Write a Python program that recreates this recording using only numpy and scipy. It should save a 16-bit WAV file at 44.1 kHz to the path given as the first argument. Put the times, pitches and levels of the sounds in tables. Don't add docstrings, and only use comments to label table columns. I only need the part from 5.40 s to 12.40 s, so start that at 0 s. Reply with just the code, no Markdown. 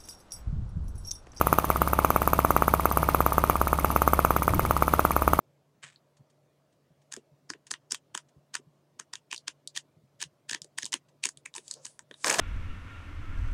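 import sys
import numpy as np
from scipy import signal
from scipy.io import wavfile
from scipy.ndimage import uniform_filter1d

SR = 44100
rng = np.random.default_rng(int(sys.argv[2]) if len(sys.argv) > 2 else 0)


def waveform_to_disk(signal):
    frames = np.transpose(np.atleast_2d(signal))
    scaled = np.clip(frames, -1, 1) * 32767
    samples = np.round(scaled).astype(np.int16)
    wavfile.write(sys.argv[1], SR, samples)


N = 308719

# single pages, then the rest falling shut, and last the cover.
# t/s, level/dB, body/dB, edge/dB, ring f/Hz, ring/dB, scrape before the snap/s,
# first catch/dB, flight/s, landing/dB, landing edge/dB, puff/dB (catch and landing relative to the snap)
FLICKS = [(1.7399, -34.5, 5, 6.5, 1500, 5, .015, -1.5, .025, -4, 3.5, -67),
          (2.103, -30, 16, 7.5, 4900, 13, 0.0069, -19, 0.033, -9.5, -6, -47.5),
          (2.315, -26.5, 8, 13, 4400, 7, .0042, -6, 0.024, -5, -12, -56),
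          (2.5221, -22.5, 4, 8.5, 5140, 9, .012, -11.5, 0.024, -6.5, 2.5, -51),
          (2.7509, -28, 12, 9, 3100, 8, 0.0042, -27, .025, -1, 3, -52.5),
          (3.1539, -26, 4.5, 0, 1405, 5, 0.011, -8.5, .013, -12.5, -1, -64.5),
          (3.5989, -34, 8, 5.5, 1350, 4, .0045, -16, 0.011, -20.5, 0, -59.5),
          (3.737, -32.5, -0.5, -0.5, 1550, 7, 0.0036, -17, 0.018, -1, 0.5, -66),
          (3.9294, -29, 0, -3, 2550, 9.5, 0.014, -6, 0.016, -5, 6, -60),
          (4.0819, -26.5, -1, -5, 3100, 4, .007, -19, 0.0093, -31, -4, -61.5),
          (4.376, -26.5, -7.5, -2, 1960, 8, 0.021, -20.5, .01, -20, -5, -66.5),
          (4.8283, -28.5, -2.5, 1.5, 1710, 6, 0.022, -14, .0098, -7, -6.5, -61),
          (5.113, -29.5, -3.5, 2.5, 1670, 10, 0.016, -1, 0.0092, -9, 4, -52.5),
          (5.148, -28, -1, -4, 1900, 9, .015, -1.5, .012, -17, -5, -52),
          (5.3865, -26, -4, -0.5, 1750, 5.5, .007, -15.5, .03, -20, 5, -65),
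          (5.4317, -31, -11, -0.5, 1900, 16, .0066, -7.5, 0.023, 3, 4, -53.5),
          (5.5411, -22.5, 2, 1, 2200, 5.5, .0105, -4, .012, -22, 0, -46.5),
          (5.8557, -21.5, -4, 3, 2280, 7, .016, -2, 0.013, -12.5, 4, -50),
          (6.061, -35.5, 11, 9, 2300, 17, .003, -4, .012, -24, 0, -72),
          (6.164, -35, 4, 6, 915, 17, .011, -3.5, 0.017, -0.5, 3, -65),
          (6.4547, -34.5, 5, 11, 4305, 5.5, .004, -9.5, 0.011, -5.5, 8, -69)]
# t/s,
# level/dB, body/dB, edge/dB, ring f/Hz, ring/dB
TICKS = [(0.56, -50.5, -3, -9, 4280, 24), (2.269, -49, -10, 10.5, 1102, 11),
         (2.5529, -38.5, 1, 0, 3000, 11), (3.937, -37, -7, -2, 2910, 5), (3.9627, -36, -28, 5, 4450, 10),
         (3.9784, -36, -33, -2, 4260, 9), (4.2748, -32, -28, 10.5, 4240, 18),
         (5.2184, -34, -23, 4, 5150, 5.5), (5.2451, -45.5, 3, 17, 4240, 17),
         (5.4448, -34, -13, 7, 4660, 14), (5.4625, -33.5, -12, 2, 1050, 9), (5.5228, -31, -6, 7, 2410, 1),
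         (5.8892, -31, 6, 16.5, 4240, 8.5), (5.9728, -44.5, -19, -5.5, 9350, 13),
         (6.1402, -40, 7, -1, 3770, 11), (6.2802, -39, -28, 4, 909, 15), (6.312, -27, 8, 23.5, 4370, 25),
         (6.3394, -36, -20, 9, 4330, 16), (6.7119, -41, 18.5, -3, 3460, 21),
         (6.741, -45.5, 7.5, -4, 3590, 21), (6.862, -24.5, 3, 21, 4240, 8), (6.8816, -22, 10, 13, 4600, 17),
         (6.901, -16, 0, 12, 2280, 15)]
# t/s, level/dB, edge/dB, ring/dB
KNOCKS = [(6.5923, -38.5, 7.5, 13.5), (6.8448, -18, -4, -2.5), (6.871, -23, 2, 4), (6.8973, -19.5, 11, -2),
          (6.9112, -20, 2, -2), (6.9273, -23.5, 6, 5), (6.9412, -24, 2, 2), (6.9446, -22, 0, 1),
          (6.986, -24, 3, 6), (6.9902, -20, 0, 5), (6.9953, -16, -4, 3)]
# t/s, level/dB, f/Hz
SWINGS = [(1.768, -45.5, 348), (2.143, -55, 370), (3.187, -55, 350), (5.243, -57.5, 420), (6.176, -53, 406),
          (6.705, -51, 414), (6.912, -37, 518), (6.989, -24, 720)]
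# t/s, relative level/dB
BUMPS = [(0.439, -58.5), (0.794, -53.5), (1.504, -57.5), (1.917, -58), (2.096, -51.5), (2.963, -53.5),
         (3.266, -56.5), (4.564, -57.5), (4.633, -57.5), (4.852, -54), (5.121, -54), (5.213, -55),
         (5.962, -59), (6.901, -50), (6.979, -40.5)]
# t/s, level/dB
CREEPS = [(0.767, -67), (0.898, -69.5), (1.323, -75.5), (1.615, -71.5), (2.266, -55), (2.885, -68.5),
          (5.684, -67.5)]
# t/s, level/dB
RUSTLE = [(6.838, -51), (6.848, -35.5), (6.88, -29), (6.945, -33.5), (6.982, -36), (7.0, -21)]

# peak t/s, level/dB, swell/s, fade/s
DRAGS = [(.432, -45, .012, .135)]
SLIDES = [(6.17, -46.5, 0.037, 0.052), (6.31, -53, 0.17, 0.15), (6.462, -52.5, 0.074, .15),
          (6.842, -52.5, .15, .02)]
SCUFFS = [(6.372, -56, .05, .18)]
# t/s, f/Hz
SLIDE_PITCH = [(6.2, 9100), (6.39, 5600), (6.455, 8300), (6.56, 9700), (6.77, 9200), (6.84, 7800)]

# f/Hz, level/dB
PAPER_COLOUR = [(30, -51.5), (100, -30.5), (300, -18.5), (600, -20.5), (950, -1.5), (1300, -5.5),
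                (1800, 0.5), (2200, -3), (2800, 1), (4500, -1.5), (6700, 2), (9300, -4.5), (11300, -21),
                (16000, -37)]
DRAG_COLOUR = [(200, -23), (700, -10), (1250, -4.5), (1750, 0.5), (2200, 0), (2900, -1.5), (5000, -11.5),
               (6200, -11), (7700, -3.5), (10000, -21.5), (13000, -52)]
RUSTLE_COLOUR = [(30, -49), (90, -13), (250, 1.5), (700, 10.5), (1500, 4), (3000, -2.5), (7500, 0),
                 (10000, -8), (12000, -12), (16000, -25)]
SCUFF_COLOUR = [(150, -29), (380, -10.5), (500, 4), (680, -11.5), (1500, -22), (4000, -49)]
TAIL_COLOUR = [(200, 3), (1000, 3), (2000, 0), (6000, -2), (9500, -2.5), (14000, 2.5)]
AIR_COLOUR = [(15, -89), (25, -42), (114, -11), (145, 0.5), (175, -10.5), (212, -13), (270, -9),
              (451, -12.5), (545, -12.5), (607, -7.5), (775, -19.5), (988, -19), (1650, -27.5), (6210, -34),
              (16000, -43)]
# delay/s, gain
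DESK_ECHOES = [(.00061, 0.091), (.0011, 0.059), (.00145, -.2)]
# f/Hz, time to fall 60 dB/s
ROOM_DECAY = [(200, 0.2), (1000, 0.12), (4000, 0.15), (9000, 0.19), (15000, 0.05)]


def edge_flicks(slip_s=.0115, release_s=.0008, snap_s=.00036, flutter_s=.014, flutters_per_s=500):
    out, t = np.zeros(N), np.arange(SR // 25) / SR - .016
    for s, level_db, body_db, edge_db, ring_hz, ring_db, scrape_s, catch_db, *_ in FLICKS:
        catches = max(round(scrape_s / slip_s), 1)
        for held in np.linspace(0, 1, catches + 1):
            build_s = (.0016 + .12 * scrape_s) * .95 ** held
            grip = np.exp(-np.where(t < 0, abs(t / build_s) ** 1.07, t / release_s))
            snap = 1 + np.exp(-abs(t) / snap_s)
            flutter = amp(-17) * (t > 0) * np.exp(-t / flutter_s)
            flutter *= rng.random(len(t)) < flutters_per_s / SR
            force = fibres(len(t), spread_db=4) * (grip * snap + flutter)
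            tone = body_db - 5 * held, edge_db - 3.5 * held, ring_hz, ring_db + held
            add(out, s - held * scrape_s + t[0], sheet(force, level_db + held ** 1.6 * catch_db, *tone))
    return out


def sheet(force, level_db, body_db, edge_db, ring_hz, ring_db, ring_octaves=.19, peak_s=.0031):
    hz = np.geomspace(30, 20000, num=200)
    balance = read([(700, body_db / 2), (1300, body_db), (1700, body_db), (3300, .0012), (4200, .00077),
                    (7000, edge_db), (8500, edge_db), (11000, .86 * edge_db)], hz)
    ring = ring_db * np.exp(-.5 * (np.log2(hz / ring_hz) / ring_octaves) ** 2)
    sound = colour(force, np.transpose([hz, read(PAPER_COLOUR, hz) + balance + ring]))
    peak_power = uniform_filter1d(sound ** 2, round(peak_s * SR)).max()
    return amp(level_db) * sound / np.sqrt(peak_power)


def taps(crack_s=.0004, shiver_s=.0025, stack_hz=3050, stack_ring_db=6, board_hz=890, board_body_db=10):
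    out, t = np.zeros(N), np.arange(SR // 40) / SR
    landings = [(s + flight_s, level_db + land_db, body_db - 2, edge_db, stack_hz, stack_ring_db)
                for s, level_db, body_db, *_, flight_s, land_db, edge_db, _ in FLICKS]
    knocks = [(s, level_db, board_body_db, edge_db, board_hz, ring_db)
              for s, level_db, edge_db, ring_db in KNOCKS]
    blow = np.exp(-t / crack_s) + .4 * np.exp(-t / shiver_s)
    for s, level_db, *tone in landings + TICKS + knocks:
        add(out, s, sheet(fibres(len(t), spread_db=3) * blow, level_db, *tone))
    return out


def air_puffs(rise_s=.006, flick_hz=324, lead_s=.004):
    out, t = np.zeros(N), np.arange(SR // 12) / SR
    releases = [(s - lead_s, puff_db, flick_hz) for s, *_, puff_db in FLICKS]
    for s, level_db, hz in releases + SWINGS:
        push = rng.standard_normal(len(t)) * t / rise_s * np.exp(-t / rise_s)
        band = [(hz / 30, -65), (hz / 8, -35), (hz / 2, -10), (hz, 0),
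                (hz * 1.39, -7), (hz * 2, -23), (hz * 8, -55)]
        puff = colour(push, band)
        peak_power = uniform_filter1d(puff ** 2, size=512).max()
        add(out, s, amp(level_db) * puff / np.sqrt(peak_power))
    return out


def rubbing(outlines, spectrum, slips_per_s, spread_db):
    out = np.zeros(N)
    for t, gain in map(loudness, outlines):
        slips = fibres(len(t), spread_db) * (rng.random(len(t)) < slips_per_s / SR)
        add(out, t[0], gain * unit(colour(slips, spectrum)))
    return out


def palm_slides(width_hz=1800):
    out = np.zeros(N)
    spectrum = [(400, 1), (2000, -.5), (5000, 4.5), (10500, -3.5), (12500, -26), (16000, -31)]
    for t, gain in map(loudness, map(stroke, SLIDES)):
        centre_hz = np.interp(t, *np.transpose(SLIDE_PITCH))
        spin = np.exp(2j * np.pi * np.cumsum(centre_hz) / SR)
        band = signal.lfilter([1], [1, -np.exp(-np.pi * width_hz / SR)], fibres(len(t), 5) / spin)
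        hiss = colour((band * spin).real, spectrum)
        add(out, t[0], gain * unit(hiss))
    return out


def hand_bumps(hz=143, rise_s=.009, scatter=.033, thud_db=-9, lift_db=1):
    out, t = np.zeros(N), np.arange(SR // 7) / SR
    spectrum = [(25, -25), (65, -2.5), (130, 2.5), (250, -4.5), (500, -22), (2000, -61)]
    for (s, level_db), detune in zip(BUMPS, rng.standard_normal(len(BUMPS))):
        ring = np.sin(2 * np.pi * hz * (1 + scatter * detune) * t)
        thud = amp(thud_db) * unit(colour(rng.standard_normal(len(t)), spectrum))
        add(out, s, amp(level_db + lift_db) * (ring + thud) * swell(t, rise_s))
    return out


def thumb_creeps(rise_s=.0047):
    out, t = np.zeros(N), np.arange(SR // 20) / SR
    for s, level_db in CREEPS:
        scrape = unit(colour(fibres(len(t), spread_db=4), PAPER_COLOUR))
        add(out, s, amp(level_db) * scrape * swell(t, rise_s))
    return out


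def paper():
    drag = rubbing(map(stroke, DRAGS), DRAG_COLOUR, slips_per_s=3000, spread_db=2.5)
    rustle = rubbing([RUSTLE], RUSTLE_COLOUR, slips_per_s=6000, spread_db=1.5)
    return edge_flicks() + taps() + thumb_creeps() + drag + palm_slides() + rustle


def with_desk_echoes(sound):
    out = sound.copy()
    for delay_s, gain in DESK_ECHOES:
        add(out, delay_s, gain * sound)
    return out


def room_echo(directions=3):
    echoes = sum(signal.fftconvolve(paper(), room_tail())[:N] for _ in range(directions))
    return echoes / np.sqrt(directions)


def room_tail(level_db=-13.8, rise_s=.005, fade_s=.04):
    hz, t, bands = signal.stft(rng.standard_normal(SR // 6), SR, nperseg=128)
    bands *= amp(read(TAIL_COLOUR, hz)[:, None] - 60 * t / read(ROOM_DECAY, hz)[:, None])
    wash = signal.istft(bands, SR, nperseg=128)[1]
    age = np.arange(len(wash)) / SR
    wash *= np.minimum(age / rise_s, 1) ** 2 * np.exp(-(age / fade_s) ** 3)
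    return amp(level_db) * wash / np.linalg.norm(wash)


def room_air(air_db=-70, flicker_db=2, hum_hz=143.4, hum_db=-74, waver=.25):
    hz, _, bands = signal.stft(rng.standard_normal(N), SR, nperseg=1024)
    flicker = uniform_filter1d(rng.standard_normal(bands.shape), size=6, axis=0)
    flicker = unit(uniform_filter1d(flicker, size=5, axis=1))
    bands *= amp(read(AIR_COLOUR, hz)[:, None] + flicker_db * flicker)
    air = signal.istft(bands, SR, nperseg=1024)[1][:N]
    drift = unit(signal.sosfilt(signal.butter(2, 5, fs=SR, output="sos"), rng.standard_normal(N)))
    hum = (1 + waver * drift) * np.sin(2 * np.pi * hum_hz * np.arange(N) / SR)
    return amp(air_db) * unit(air) + amp(hum_db) * unit(hum)


def fibres(count, spread_db):
    noise, size = rng.standard_normal((2, count))
    return noise * amp(spread_db * np.clip(size, -2, 2))


def stroke(row, depth_db=31.5):
    s, level_db, swell_s, fade_s = row
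    return [(s - swell_s, level_db - depth_db), (s, level_db), (s + fade_s, level_db - depth_db)]


def loudness(outline):
    s, level_db = np.transpose(outline)
    t = np.arange(s.min(), s.max(), 1 / SR)
    return t, amp(np.interp(t, s, level_db))


def swell(t, rise_s):
    return t / rise_s * np.exp(1 - t / rise_s)


def colour(x, points, size=2048):
    log_gain = np.log(amp(read(points, abs(np.fft.fftfreq(size, 1 / SR)))))
    response = np.fft.ifft(np.exp(np.conj(signal.hilbert(log_gain)))).real
    return signal.oaconvolve(x, response[:size // 2])[:len(x)]


def read(points, hz):
    f, value = np.transpose(points)
    return np.interp(np.log(hz + 1), np.log(f), value)


def amp(db):
    return 10 ** (np.asarray(db) / 20)


def unit(x):
    return x / np.sqrt(np.mean(x ** 2) + 1e-20)


def add(mix, s, sound):
    part = mix[max(round(s * SR), 0):][:len(sound)]
    part += sound[:len(part)]


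def scene():
    scuff = rubbing(map(stroke, SCUFFS), SCUFF_COLOUR, slips_per_s=2000, spread_db=3.5)
    pad = with_desk_echoes(paper()) + room_echo()
    return (pad + air_puffs() + hand_bumps() + scuff + room_air())[None]


def record(dry, low_cut_hz=54, high_cut_hz=16000):
    thin = signal.sosfilt(signal.butter(2, low_cut_hz, "high", fs=SR, output="sos"), dry)
    treble_cut = signal.firwin(511, high_cut_hz, window=("kaiser", 9), fs=SR)
    return signal.oaconvolve(thin, treble_cut[None], "same")


dry = scene()
out = record(dry)
waveform_to_disk(out)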